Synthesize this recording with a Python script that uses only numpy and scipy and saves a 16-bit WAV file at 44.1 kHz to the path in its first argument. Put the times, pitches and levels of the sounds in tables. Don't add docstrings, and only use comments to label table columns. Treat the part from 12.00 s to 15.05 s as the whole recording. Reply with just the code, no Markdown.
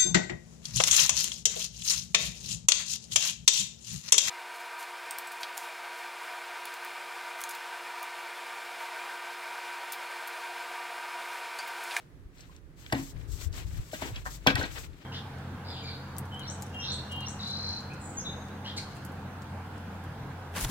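import sys
import numpy as np
from scipy import signal
from scipy.fft import rfft, irfft
from scipy.io import wavfile
from scipy.ndimage import uniform_filter1d

SR = 44100
rng = np.random.default_rng(int(sys.argv[2]) if len(sys.argv) > 2 else 0)


def makeup_ratio(level_db):
    decades = np.asarray(level_db, float) / 20
    return 10 ** decades


def to_wav(sig):
    pcm = np.clip(np.atleast_2d(sig), -1, 1) * 32767
    pcm = np.round(pcm).astype(np.int16)
    wavfile.write(sys.argv[1], SR, pcm.T)


N = 134505

# start in seconds, length in seconds, bristle hiss in dB, drag on grit in dB, # place
STROKES = [(-.05, .1, -67.5, -59.5, 0.47), (0.31, 0.29, -65, -60.5, 0.33), (0.753, 0.26, -56, -55, 0.77),
           (0.942, 0.19, -48, -55, 0.3), (1.139, 0.14, -67.5, -58.5, 0.55), (1.271, 0.079, -55, -63, 1),
           (1.314, .17, -46, -54, 0.61), (1.514, 0.15, -48, -47.5, 0.39), (1.648, 0.14, -57.5, -56.5, 0.17),
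           (1.712, 0.44, -54.5, -58.5, 0.16), (1.91, 0.11, -52.5, -49, 0.3),
           (2.003, 0.073, -49, -41.5, 0.36), (2.045, 0.076, -48, -49.5, 0.55),
           (2.109, 0.14, -55.5, -51, 0.43), (2.242, 0.09, -46.5, -56, 0.47),
           (2.301, 0.084, -46.5, -55, 0.54), (2.37, 0.12, -62.5, -61, .6), (2.459, 0.082, -45, -29, 0.16),
           (2.545, 0.14, -44, -37.5, 0.42), (2.645, 0.23, -48.5, -45.5, 0.54),
           (2.843, 0.82, -68.5, -61, 0.19)]
# frequency in Hz, level in dB per Hz.
BRISTLE_TONE = [(1000, -44), (3400, -8.5), (5200, -6), (8000, -3), (9000, -15.5), (10500, -14.5),
                (12500, -10.5), (15800, -14)]
# frequency in Hz, level in dB per Hz.
GRIT_TONE = [(300, -6.5), (1500, -7), (2500, -5.5), (4200, -10.5), (6000, -21.5), (9000, -45), (16000, -47)]
# time in seconds, left port level in dB, right port level in dB.
GUSTS = [(0, -66, -62), (.08, -75, -58), (.2, -60, -44), (.32, -63, -54.5), (.5, -58, -49.5),
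         (.62, -68, -49), (.85, -57, -49), (1.1, -63, -44), (1.15, -36.5, -69), (1.5, -37.5, -46.5),
         (1.801, -33, -38.5), (1.86, -50, -56), (2.0, -47, -52), (2.13, -42.5, -36), (2.4, -41.5, -57),
         (2.6, -35.5, -48), (2.9, -42.5, -46.5), (3.05, -61, -73)]
# time in seconds, level in dB, frequency in Hz, length in cycles, left over right in dB.
PUFFS_AND_THUDS = [(0.262, -35.5, 64, 1.9, -2), (1.158, -35, 59, 1.4, 15), (1.342, -34.5, 63, 2.2, 26),
                   (1.472, -33.5, 78, 4, 28), (1.51, -33, 75, 1.5, 24), (1.659, -30.5, 63.4, 2.9, 13.5),
                   (1.798, -25, 70, 0.92, 6), (2.331, -42.5, 50, 16, 2), (2.125, -34, 97, 3, 5),
                   (2.553, -29.5, 95, 2.4, 20.5), (2.603, -33, 80, 2.7, 8), (.937, -33, 125, 1.8, 0),
                   (2.47, -35, 121, 1.4, 1)]
# frequency in Hz, level in dB per Hz.
WIND_TONE = [(20, -27), (35, 7), (50, 7.5), (90, 4.5), (150, -8.5), (400, -53)]
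# frequency in Hz, level in dB per Hz.
HUM_TONE = [(59, -46), (100, -3.5), (166, -2), (215, -15), (283, -8.5), (752, -26), (1720, -25.5),
            (2860, -34), (16000, -47.5)]
# time in seconds, level in dB, centre of the contact colour in Hz,
# length of the chatter in seconds.
KNOCKS = [(0.35, -63, 2500, .003), (0.374, -61, 4130, .003), (0.382, -54, 4580, 0.0043),
          (0.898, -42, 1940, .004), (1.2, -56, 3000, 0.0052), (1.526, -44, 4160, .006),
          (1.5405, -45, 4500, .004), (1.7438, -46, 2000, 0.0071), (2.932, -56.5, 3000, .003),
          (0.926, -20.5, 1800, 0.0043), (0.928, -20, 593, 0.014), (2.4715, -25.5, 3360, 0.0024),
          (2.508, -30, 600, 0.012), (0.405, -46.5, 4950, 0.0077), (0.563, -51.5, 4500, 0.0016),
          (0.863, -38, 2450, 0.0012), (.9225, -20.5, 1010, 0.0032), (0.924, -28, 4170, 0.0033),
          (0.943, -28.5, 1920, 0.036), (1.913, -43, 2460, 0.0089), (1.937, -34.5, 2670, 0.022),
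          (2.016, -26, 900, 0.011), (2.019, -27.5, 1980, 0.037), (2.04, -32, 900, 0.05),
          (2.158, -35.5, 3600, 0.004), (2.255, -34.5, 1000, 0.0011), (2.2615, -26.5, 1360, 0.00044),
          (2.267, -29, 1420, 0.006), (2.4645, -16, 900, 0.0012), (2.4692, -14.5, 3430, 0.0041),
          (2.474, -17, 990, 0.0053), (2.593, -46, 7000, 0.003), (2.5541, -26, 4240, 0.0018),
          (2.56, -23.5, 900, 0.02), (2.593, -35.5, 3880, 0.002), (2.59, -23, 570, 0.048),
          (2.555, -35.5, 9600, 0.0025), (2.628, -34.5, 4500, 0.004), (2.77, -35.5, 1410, 0.015),
          (.925, -35, 8600, 0.0038), (2.469, -33, 12000, .004), (.945, -30, 795, .045),
          (2.029, -27.5, 334, 0.073), (2.51, -26, 1290, 0.039)]
# time in seconds, tray ring in dB, centre of the push in Hz,
# board thump in dB, width of the push in octaves.
JOLTS = [(.495, -50, 1060, -71, 0.091), (.923, -28, 623, -32, 0.2), (.928, -23, 2120, -29, 0.23),
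         (.944, -44, 2320, -29.5, .3), (.946, -35, 3750, -60, 0.18), (.99, -44, 2340, -34.5, .15),
         (1.024, -51, 2340, -42, .15), (1.932, -29, 626, -41, .07), (1.935, -37, 1600, -66, .2),
         (2.02, -27.5, 624, -33, 0.12), (2.162, -31.5, 2830, -50.5, 0.27), (2.263, -35.5, 1200, -59, 0.82),
         (2.425, -58, 2640, -70, .1), (2.465, -20, 696, -24.5, 0.93), (2.471, -9.5, 2610, -30.5, 0.33),
         (2.477, -14.5, 1530, -36, 0.15), (2.505, -28, 510, -35.5, 0.16), (2.556, -22.5, 2160, -37, 0.46),
         (2.58, -41, 1550, -34, 0.35), (2.612, -24, 1640, -38, 0.19), (2.635, -29.5, 1920, -39, 0.44),
         (2.594, -27, 4200, -62, 0.18), (2.639, -29.5, 4160, -60, 0.21)]
# frequency in Hz, level in dB, time to fall 60 dB in seconds.
TRAY = [(510, 13, .09), (625, 11, .07), (765, 8, .1), (920, 8, .09), (1045, 8, .1), (1150, 4, .09),
        (1518, 8, .06), (1617, 5, .13), (1915, 5, .1), (2337, 1, .08), (2605, 8, .045), (3292, 6, .06),
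        (3700, 4, .05), (4200, 6, .04)]
# frequency in Hz, level in dB, time to fall 60 dB in seconds.
BOARD = [(135, 8, .08), (205, 4, .1), (240, 2, .12), (275, 9, .16), (322, 5, .13)]

EAR_LAG = 10
EDGE_SHARE, RELEASE_S, HUMP_DB = 0.19, 0.034, 8
BRISTLE_PAN_DB, GRIT_PAN_DB, KNOCK_PAN_DB = 6, 7, 4.5
STROKE_ALIKE = 0.17
BUFFET_DB, BUFFET_PER_S = -0.5, 15
HUM_DB, HUM_ALIKE_HZ, RUSTLE_SHARE = -55, 495, 0.15
RISE_SHARE, COLOUR_OCTAVES = 0.18, 0.52
TICK_DB, TICK_HZ = -17.5, 3000
BOUNCE_S, MODE_SCATTER_DB = 0.0098, 1.5
SHADE_HZ, SHADE_DB = 3300, 7
ECHO_DB, ECHO_T60_S = -10, 0.3
NEAR_DB, NEAR_T60_S, NEAR_HZ = -7, 0.015, 900
TOP_HZ = 16150


def colour(x, points):
    p = np.array(points, float)
    f = np.fft.rfftfreq(x.shape[-1], 1 / SR)
    db = np.interp(np.log(f + 1), np.log(p[:, 0]), p[:, 1])
    db -= 12 * np.clip(np.log2(p[0, 0] / (f + 1)), 0, None)
    y = irfft(rfft(x) * makeup_ratio(db), x.shape[-1])
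    return y / np.sqrt(np.mean(y ** 2))


def walk(rate):
    k = int(SR / rate)
    steps = np.repeat(rng.standard_normal(N // k + 1), k)
    return 1.88 * uniform_filter1d(uniform_filter1d(steps, k), k)[:N]


def spread(x, pan_db):
    return x * makeup_ratio(np.array([pan_db / 2, -pan_db / 2]).reshape(2, -1))


def unit_energy(x):
    return x / np.sqrt(np.sum(x ** 2))


def filtered(x, order, hz, kind):
    return signal.sosfilt(signal.butter(order, hz, kind, fs=SR, output="sos"), x)


def brush_noise():
    shared = np.sqrt(STROKE_ALIKE) * rng.standard_normal(N)
    return shared + np.sqrt(1 - STROKE_ALIKE) * rng.standard_normal((2, N))


def brush():
    t = np.arange(N) / SR
    hiss, drag = 0, 0
    for start, length, hiss_db, drag_db, peak in STROKES:
        end = start + length
        attack = (t - start) / min(EDGE_SHARE * length, 0.05)
        release = (end - t) / RELEASE_S + 0.25
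        edge = np.clip(np.minimum(attack, release), 0, 1)
        peak_s = start + np.clip(peak, 0.05, 0.95) * length
        off_peak = np.interp(t, [start, peak_s, end], [1, 0, 1])
        press = edge * makeup_ratio(-HUMP_DB * off_peak ** 1.09)
        hiss = hiss + makeup_ratio(hiss_db) * press
        drag = drag + makeup_ratio(drag_db) * press
    flicker_db = 1.44 * walk(60.35) + 0.71 * walk(20) + 1.2 * rng.exponential(size=N)
    fine = colour(brush_noise() * makeup_ratio(flicker_db), BRISTLE_TONE)
    stutter_db = 2.0 * walk(97) + 0.34 * walk(400)
    rough = colour(brush_noise() * makeup_ratio(stutter_db), GRIT_TONE)
    left, right = spread(fine * hiss, BRISTLE_PAN_DB) + spread(rough * drag, GRIT_PAN_DB)
    return np.array([left, np.roll(right, EAR_LAG)])


def wind():
    t = np.arange(N) / SR
    g = np.array(GUSTS)
    gust_db = np.array([np.interp(t, g[:, 0], g[:, k]) for k in (1, 2)])
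    buffet = makeup_ratio(BUFFET_DB * np.array([walk(BUFFET_PER_S), walk(BUFFET_PER_S)]))
    out = colour(rng.standard_normal((2, N)) * buffet, WIND_TONE) * makeup_ratio(gust_db)
    for s, puff_db, hz, cycles, pan_db in PUFFS_AND_THUDS:
        swell = np.exp(-(3.43 * hz * (t - s) / cycles) ** 2)
        puff = makeup_ratio(puff_db) * np.cos(2 * np.pi * hz * (t - s)) * swell
        out += spread(puff, pan_db)
    return out


def hum():
    g = np.array(GUSTS)
    gust_db = np.interp(np.arange(N) / SR, g[:, 0], g[:, 1]) + 60
    bass = rng.standard_normal(N) + 0.21 * rng.standard_normal((2, N))
    treble = rng.standard_normal((2, N))
    wash = filtered(bass, 2, HUM_ALIKE_HZ, "low") + filtered(treble, 2, HUM_ALIKE_HZ, "high")
    return colour(wash, HUM_TONE) * makeup_ratio(HUM_DB + RUSTLE_SHARE * gust_db + 0.94 * walk(6.37))


def chatter(length, hz, octaves):
    t = np.arange(4096) / SR
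    bounces = rng.standard_normal(4096) * makeup_ratio(2.5 * rng.exponential(size=4096))
    rise = np.clip(t / (0.0004 + RISE_SHARE * length), 0, 1)
    plain = unit_energy(bounces * np.exp(-t / length) * rise)
    return plain, filtered(plain, 2, [hz * 2 ** -octaves, hz * 2 ** octaves], "band")


def ring(modes, scatter_db, phase, t):
    m = np.array(modes, float)
    waves = np.sin(2 * np.pi * (m[:, :1] * t + phase[:, None]))
    decay = makeup_ratio(-60 * t / m[:, 2:])
    return makeup_ratio(m[:, 1] + scatter_db) @ (waves * decay) / np.sqrt(len(m))


def contacts():
    out = np.zeros(N + SR)
    for s, db, hz, length in KNOCKS:
        plain, crack = chatter(length, hz, COLOUR_OCTAVES)
        tick = makeup_ratio(TICK_DB) * min(hz / TICK_HZ, 1) ** 2 * plain
        i = int(s * SR)
        out[i:i + 4096] += makeup_ratio(db) * 10 * (0.64 * unit_energy(crack) + tick)
    return out[:N]


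def jolts():
    t = np.arange(SR // 2) / SR
    out = np.zeros(N + SR)
    for s, tray_db, hz, thump_db, width in JOLTS:
        octaves_off = np.log2(np.array(TRAY)[:, 0] / hz)
        reach_db = -np.minimum(6 * (octaves_off / width) ** 2, 24)
        tray_scatter = MODE_SCATTER_DB * rng.standard_normal(len(TRAY))
        tray = ring(TRAY, tray_scatter + reach_db, rng.random(len(TRAY)), t)
        tray *= np.clip(t / 0.001, 0, 1)
        shove = unit_energy(chatter(BOUNCE_S, 156, 1.26)[1]) / 10
        board_scatter = MODE_SCATTER_DB * rng.standard_normal(len(BOARD))
        board = ring(BOARD, board_scatter, rng.random(len(BOARD)) / 4, t)
        thump = signal.fftconvolve(shove, board)[:len(t)]
        i = int(s * SR)
        out[i:i + len(t)] += makeup_ratio(tray_db) * tray + makeup_ratio(thump_db) * thump
    return out[:N]


def reflections(x, t60_s):
    t = np.arange(SR // 2) / SR
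    tail = rng.standard_normal((2, len(t))) * makeup_ratio(-60 * t / t60_s) * (t > 0.0005)
    tail = tail / np.sqrt(np.sum(tail ** 2) / 2)
    return signal.fftconvolve(x[None], tail, axes=1)[:, :N]


def knocks():
    direct = contacts() + jolts()
    shade = signal.butter(2, SHADE_HZ, "high", fs=SR, output="sos")
    treble = signal.sosfiltfilt(shade, direct)
    right = np.roll(direct + (makeup_ratio(SHADE_DB) - 1) * treble, EAR_LAG)
    echo = makeup_ratio(ECHO_DB) * reflections(filtered(direct, 1, 400, "high"), ECHO_T60_S)
    near = makeup_ratio(NEAR_DB) * reflections(filtered(direct, 2, NEAR_HZ, "high"), NEAR_T60_S)
    return spread(np.array([direct, right]), KNOCK_PAN_DB) + echo + near


def scene():
    return brush() + wind() + hum() + knocks()


def roll_off(x):
    return signal.sosfilt(signal.butter(12, 16970, fs=SR, output="sos"), x)


def record(dry):
    top_cut = signal.ellip(10, 0.2, 70, TOP_HZ, fs=SR, output="sos")
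    return roll_off(signal.sosfilt(top_cut, dry))


dry = scene()
out = record(dry)
to_wav(out)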